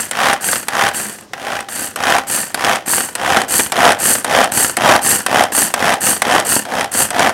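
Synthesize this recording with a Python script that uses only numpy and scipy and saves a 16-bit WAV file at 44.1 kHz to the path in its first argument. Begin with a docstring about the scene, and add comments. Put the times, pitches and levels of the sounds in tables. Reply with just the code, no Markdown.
"""Pull-cord chopper shredding cabbage

Close up on a cutting board in a small kitchen. Each pull opens with the clack of the clutch,
then the blades batter the leaves around the plastic bowl until the cord jerks against its stop.
Between pulls the spiral spring rasps as it winds the cord back and the freewheel rattles.
Flung chunks knock on the housing, and the chop thuds more as the cabbage packs together."""
import sys
import numpy as np
from scipy import signal
from scipy.fft import rfft, irfft, next_fast_len
from scipy.io import wavfile
from scipy.ndimage import uniform_filter1d

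SR = 44100
rng = np.random.default_rng(int(sys.argv[2]) if len(sys.argv) > 2 else 0)


def file_out(sig):
    """Save sig as 16-bit WAV at sys.argv[1]."""
    # one column per channel
    cols = np.atleast_2d(sig).T
    # limit, then scale
    lim = np.clip(cols, -1, 1)
    pcm = np.round(lim * 32767).astype(np.int16)
    wavfile.write(sys.argv[1], SR, pcm)


N = 323253

# Cue lists; levels are relative within each layer.
# the cord running home: start_s, wind_up_s, rasp_db
REWINDS = [(-0.16, 0.085, -12.5), (0.41, 0.088, -16), (0.937, 0.02, -21), (1.687, 0.13, -21.5),
           (2.272, 0.072, -16.5), (2.861, 0.069, -14), (3.484, 0.085, -12.5), (3.989, 0.11, -11.5),
           (4.519, 0.086, -12), (5.019, .083, -11.5), (5.522, 0.075, -12), (6.008, 0.074, -12),
           (6.45, 0.091, -12.5), (6.918, .095, -12.5)]
# pulls of the cord: start_s, fully_out_s, chop_db, clack_db, tick_db
PULLS = [(0.111, 0.333, -11, -16.5, -17.5), (0.683, 0.887, -12, -14.5, -14.5),
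         (1.333, 1.606, -20, -17.5, -33), (1.959, 2.184, -11.5, -19, -19), (2.544, 2.757, -12, -13, -13),
         (3.152, 3.417, -12, -18.5, -14), (3.72, 3.92, -8, -11.5, -14), (4.245, 4.442, -9, -15, -15),
         (4.768, 4.962, -7.5, -12.5, -11), (5.263, 5.437, -10, -11, -13.5), (5.739, 5.94, -11, -9.5, -12.5),
         (6.219, 6.399, -10, -7, -13), (6.651, 6.844, -16, -22.5, -31), (7.104, 7.293, -11, -15.5, -19.5)]
# distinct knocks and ticks on the housing, mostly loud, plus faint ticks as the spring stops:
# time_s, knock_db, tick_db
KNOCKS_AND_TICKS = [(0.53, -4, -15), (0.557, -7.5, -21), (1.159, -36, -27), (1.21, -31, -25),
                    (1.686, -14, -33), (2.016, -22, -32), (2.036, -4, -24), (2.102, -4, -13),
                    (2.646, -1, -15), (2.981, -5.5, -23), (3.369, 2.5, -12), (3.595, -0.5, -15),
                    (3.766, -6, -18), (3.852, 0, -15), (4.52, -18, -8), (4.628, -10, -16), (6.252, -7, -26),
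                    (6.329, -3, -22), (6.809, -4, -13), (7.194, 1.5, -11)]
# finer cabbage packs together and thuds more: time_s, packing_db
PACKING = [(0, -4), (2.2, -3.5), (3.8, -1), (7.3, 0.5)]
# lesser, chance knocks: rate_hz, knock_db, tick_db
FLUNG_CHUNKS = (14, -2, -21)
CORD_SLAPS = (10, -9, -6)

# EQ curves, shape only: frequency_hz, level_db
ROOM_TONE_EQ = [(25, -24), (130, -5), (300, -2.5), (700, -8.5), (2500, -22.5), (6000, -20), (16000, -41)]  # low background wash
SCRAPE_EQ = [(1500, -25), (3800, -22), (4550, -2.5), (5200, -21), (6300, -6.5), (7000, -8.5), (8400, 3.5),
             (10200, -6.5), (12000, -5), (13000, -11), (15800, -21)]  # coil rubbing on coil
FREEWHEEL_EQ = [(30, -37), (85, -4.5), (260, 1.5), (430, -2), (750, 0), (1150, -2.5), (1800, -0.5),
                (2250, -14.5), (2900, -3), (3700, -20), (8000, -7), (16000, -48)]  # bumping pawls
TICK_EQ = [(1500, -27), (4500, -5), (6500, -10), (8200, 5), (10000, 1.5), (12500, -8), (16000, -24)]  # bright edge of a plastic hit
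CLACK_EQ = [(30, -40), (250, -11), (750, 1.5), (1200, 1.5), (1750, -2.5), (2500, -8), (4000, -11.5),
            (5200, -13), (7000, -14.5), (16000, -55)]  # body of the housing
CRUNCH_EQ = [(40, -59.5), (250, -17), (600, -7.5), (1000, 9), (1850, 3), (2200, -3.5), (3200, -4.5),
             (4200, -14.5), (5600, -11), (7300, -16), (9500, -14), (16000, -36)]  # leaves being cut
THUD_EQ = [(25, -62), (50, -24), (85, -12), (200, -8.5), (400, -5.5), (520, -2.5), (740, 8.5), (950, -7),
           (1500, -14), (4000, -67.5)]  # blows on packed cabbage
SWISH_EQ = [(300, -46), (2000, -13), (6000, -14), (9700, 1), (12500, 0), (16000, -18)]  # sliding wet shreds

# Resonances of the chopper's parts: pitch_hz, width_hz, relative_db
SPRING_MODES = [(4300, 85, -26), (6400, 150, -11), (7580, 120, -1.5), (8370, 170, -1.5), (9610, 140, 3),
                (10600, 140, -5.5), (11600, 180, -5.5)]
LID_MODES = [(1534, 330, 5.5), (1796, 100, 4.5), (2343, 180, -11), (3120, 57, -6), (4480, 240, -13.5)]
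BOWL_MODES = [(270.6, 15.7, -7), (531, 20, -13), (789.6, 17, 2), (3023, 77, -19)]

# the kitchen's reverb time: frequency_hz, t60_s
KITCHEN_DECAY = [(100, 0.73), (800, 0.39), (3000, 0.33), (12000, 0.047)]


def amp(db):
    """Decibels to gain."""
    return 10 ** (np.asarray(db) / 20)


def along(points, hz):
    """Read a curve of (hz, value) points on a log frequency axis."""
    frequencies, values = np.transpose(points)
    return np.interp(np.log(hz + 1), np.log(frequencies), values)


def clock():
    """The time of every sample in seconds."""
    return np.arange(N) / SR


def colour(x, eq):
    """Shape x with an EQ curve, as a causal filter of unit energy."""
    size = 4096
    cepstrum = irfft(np.log(amp(along(eq, np.fft.rfftfreq(size, 1 / SR)))))
    cepstrum[1:size // 2] *= 2  # minimum phase keeps attacks sharp
    cepstrum[size // 2 + 1:] = 0
    response = irfft(np.exp(rfft(cepstrum)))
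    return signal.fftconvolve(x, response / np.linalg.norm(response))[:N]


def ring(x, modes):
    """Pass x through damped resonances of unit total energy."""
    t = np.arange(SR // 4) / SR
    response = sum(amp(db) * width * np.exp(-np.pi * width * t) * np.cos(2 * np.pi * hz * t)
                   for hz, width, db in modes)
    return signal.fftconvolve(x, response / np.linalg.norm(response))[:N]


def contacts(rate_hz, jitter, scatter_db, decay_s, bed):
    """Rough contacts: noise grains of uneven size and spacing over a bed of rubbing."""
    count = np.cumsum(rate_hz * np.ones(N)) / SR
    timing, size = rng.standard_normal((8000, 2))[:int(count[-1])].T
    onsets = np.searchsorted(count, np.arange(len(timing)) + jitter * timing).clip(0, N - 1)
    blows = np.bincount(onsets, amp(scatter_db * size.clip(-2, 2)) ** 2, N)
    power = np.abs(signal.lfilter([1], [1, -np.exp(-2 / (decay_s * SR))], blows))
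    power += bed * power.mean()
    # the drive supplies a steady force, shared among the contacts of the moment
    power /= np.abs(uniform_filter1d(power, size=2600)) + 1e-12
    return np.sqrt(power) * rng.standard_normal(N)


def burst(start_s, decay_s):
    """A noise transient with a fast attack and a short tail."""
    t = np.arange(SR // 20) / SR
    attack = 1 - np.exp(-t / 0.0004)
    noise = rng.standard_normal(len(t)) * attack * np.exp(-t / decay_s)
    return np.pad(noise, (max(round(start_s * SR), 0), N))[:N]


def hits(cues, lid_db, knock_decay_s, tick_decay_s, lag_s, knock_db=0, tick_db=0):
    """Hard plastic hits: a bright tick, then the knock of the housing, which rings bowl and lid."""
    ticks = sum(amp(tick + tick_db) * burst(s, tick_decay_s) for s, _, tick in cues)
    blows = sum(amp(knock + knock_db) * burst(s + lag_s, knock_decay_s) for s, knock, _ in cues)
    ringing = amp(-16) * ring(blows, BOWL_MODES) + amp(lid_db) * ring(blows, LID_MODES)
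    return colour(ticks, TICK_EQ) + colour(blows, CLACK_EQ) + ringing


def packing():
    """Gain that grows as the cabbage turns from loose leaves into a dense mass."""
    return amp(np.interp(clock(), *np.transpose(PACKING)))


def room_tone():
    """A steady, dark bed of noise."""
    return colour(rng.standard_normal(N), ROOM_TONE_EQ)


def rewind_speed(rise_db, fall_db, full_rewind_s):
    """The spring takes up the cord quickly, then slows until it is home or the next pull begins."""
    t, speed = clock(), np.zeros(N)
    for (start, wind_up, db), (next_pull, *_) in zip(REWINDS, PULLS):
        peak, end = start + wind_up, min(next_pull, start + full_rewind_s)
        speeding = np.interp(t, [start, peak], [1, 0])
        slowing = np.interp(t, [peak, end], [0, 1])
        running = np.interp(t, [start - .004, start, end, end + 0.018], [0, 1, 1, 0])
        speed += amp(db - rise_db * speeding ** 2 - fall_db * slowing ** 1.8) * running
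    return speed


def spring_rasp(speed):
    """The spring's coils scrape over each other in tiny slips and ring."""
    slips = speed * contacts(40 + 560 * speed ** 0.66, jitter=.45, scatter_db=3, decay_s=.0017, bed=.094)
    scrape = speed * contacts(210, jitter=.5, scatter_db=3.5, decay_s=.0013, bed=.7)
    return amp(-4) * ring(slips, SPRING_MODES) + amp(-2) * colour(scrape, SCRAPE_EQ)


def freewheel(speed):
    """The pawls bump over the freewheel, rattling lid and bowl."""
    pawls = contacts(25 + 35 * speed ** .5, jitter=.16, scatter_db=4.5, decay_s=.0062, bed=1)
    bumps = speed ** 0.73 * pawls
    rattle = amp(-20) * ring(bumps / packing(), LID_MODES)
    body = amp(-9.5) * colour(bumps * packing() ** 0.81, FREEWHEEL_EQ)
    return rattle + body + amp(-27.5) * ring(bumps, BOWL_MODES)


def clutch():
    """The clutch catches with a clack at the start of every pull."""
    catches = [(start, clack, tick) for start, _, _, clack, tick in PULLS]
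    return hits(catches, lid_db=-5, knock_decay_s=.0047, tick_decay_s=.0034, lag_s=.00069,
                knock_db=3, tick_db=6)


def pull_force(rise_db, ease_db, peak_share, coast_s):
    """The arm speeds up, eases a little and lets go; the cabbage then brakes the blades."""
    t, force = clock(), np.zeros(N)
    for start, release, db, *_ in PULLS:
        progress = (t - start) / (release - start)
        speeding = np.interp(progress, [0, peak_share], [1, 0])
        easing = np.interp(progress, [peak_share, 1], [0, 1])
        engaged = (t > start) * np.exp(-np.maximum(t - release, 0) / coast_s)
        force += amp(db - rise_db * speeding ** 2.2 - ease_db * easing ** 2) * engaged
    return force


def blades(force):
    """Blades strike leaves several dozen times a second; a harder pull is faster and crisper."""
    effort = force / force.max()
    chops = force * contacts(40 + 42 * effort ** .5, jitter=.16, scatter_db=1.5, decay_s=.0033, bed=.36)
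    shreds = force * contacts(400, jitter=.6, scatter_db=4.5, decay_s=.00094, bed=.11)
    mash = packing()
    crunch = colour((amp(-3) * chops + amp(-5) * shreds) * (effort + 0.04) ** 0.21, CRUNCH_EQ)
    thud = colour(mash * (amp(-2.5) * chops + amp(-5.5) * shreds), THUD_EQ)
    snap = amp(-21.5) * ring(chops / mash ** 2, LID_MODES)  # large, stiff leaves rattle the lid
    swish = amp(-23.5) * colour(force * rng.standard_normal(N), SWISH_EQ)
    wall = amp(-10.5) * ring(chops * mash ** .5, BOWL_MODES)
    # the bowl's main note sings until the mash damps it
    hollow = amp(-16.5) * ring(chops / mash ** 2.3, [(798, 16, 0)])
    return crunch + thud + snap + swish + wall + hollow


def stray_cues(motion, rate_hz, knock_db, tick_db):
    """Chance knocks whose strength follows a moving part: time_s, knock_db, tick_db."""
    scatter_db, gate_db = 1.5, -40
    chance = rng.standard_normal((300, 3))
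    times = (np.arange(len(chance)) + .3 * chance[:, 0]) / rate_hz
    motion_db = 20 * np.log10(np.interp(times, clock(), motion, left=0, right=0) + 1e-9)
    levels = motion_db[:, None] + [knock_db, tick_db] + scatter_db * chance[:, 1:].clip(-2, 2)
    return np.column_stack([times, levels])[motion_db > gate_db]


def knocks(force, speed):
    """Chunks hit the bowl on the pull, the cord slaps the lid going home; plus cued knocks and ticks."""
    strays = np.vstack([stray_cues(force, *FLUNG_CHUNKS), stray_cues(speed, *CORD_SLAPS)])
    lesser = hits(strays, lid_db=-17, knock_decay_s=.0025, tick_decay_s=.0018, lag_s=.00015,
                  knock_db=2.5, tick_db=-4)
    cued = hits(KNOCKS_AND_TICKS, lid_db=-10, knock_decay_s=.0035, tick_decay_s=.0016, lag_s=.00024,
                knock_db=-3, tick_db=2)
    return lesser + cued


def turnarounds():
    """The cord hits its end stop as hard as it was pulled; a click follows as the spring takes over."""
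    stops = [(release, db + 3, db + 2.5) for _, release, db, *_ in PULLS]
    take_ups = [(start, db - 15, db - 10) for start, _, db in REWINDS]
    return hits(stops + take_ups, lid_db=-16, knock_decay_s=.0033, tick_decay_s=.0015, lag_s=.00021)


def hum(start_s, end_s, pitch_hz, level_db):
    """A short, soft low hum."""
    t = clock()
    fade = np.interp(t, [start_s, start_s + .016, end_s - .03, end_s], [0, 1, 1, 0])
    return amp(level_db) * fade * np.sin(2 * np.pi * pitch_hz * t)


def kitchen_reverb(x):
    """Diffuse reflections off worktop and cupboards; the treble dies first."""
    hz, t, noise = signal.stft(rng.standard_normal(SR // 2), SR, nperseg=256)
    decay = amp(-60 * t / along(KITCHEN_DECAY, hz)[:, None])
    tail = signal.istft(noise * decay, SR, nperseg=256)[1]
    predelay = round(0.0033 * SR)
    response = np.pad(tail / np.linalg.norm(tail), (predelay, 0))
    return signal.fftconvolve(x, response)[:N]


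def scene():
    """The mono mix: chopper and a brief hum in the kitchen, over faint room tone."""
    speed = rewind_speed(rise_db=12.5, fall_db=30, full_rewind_s=.31)
    force = pull_force(rise_db=17, ease_db=4.5, peak_share=.78, coast_s=.03)
    direct = blades(force) + spring_rasp(speed) + freewheel(speed)
    direct += clutch() + turnarounds() + knocks(force, speed)
    direct += hum(start_s=1.04, end_s=1.11, pitch_hz=207, level_db=-32)
    background = amp(-43) * room_tone()
    return (direct + amp(-17.5) * kitchen_reverb(direct) + background)[None]


def record(dry):
    """The phone rounds off the loudest peaks and keeps nothing above its band limit."""
    clipped = dry / (1 + np.abs(dry) ** 8) ** (1 / 8)
    size, top_hz = next_fast_len(N + SR // 4), 15900
    passband = np.fft.rfftfreq(size, 1 / SR) < top_hz
    return irfft(rfft(clipped, size) * passband, size)[:, :N]


dry = scene()
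out = record(dry)
file_out(out)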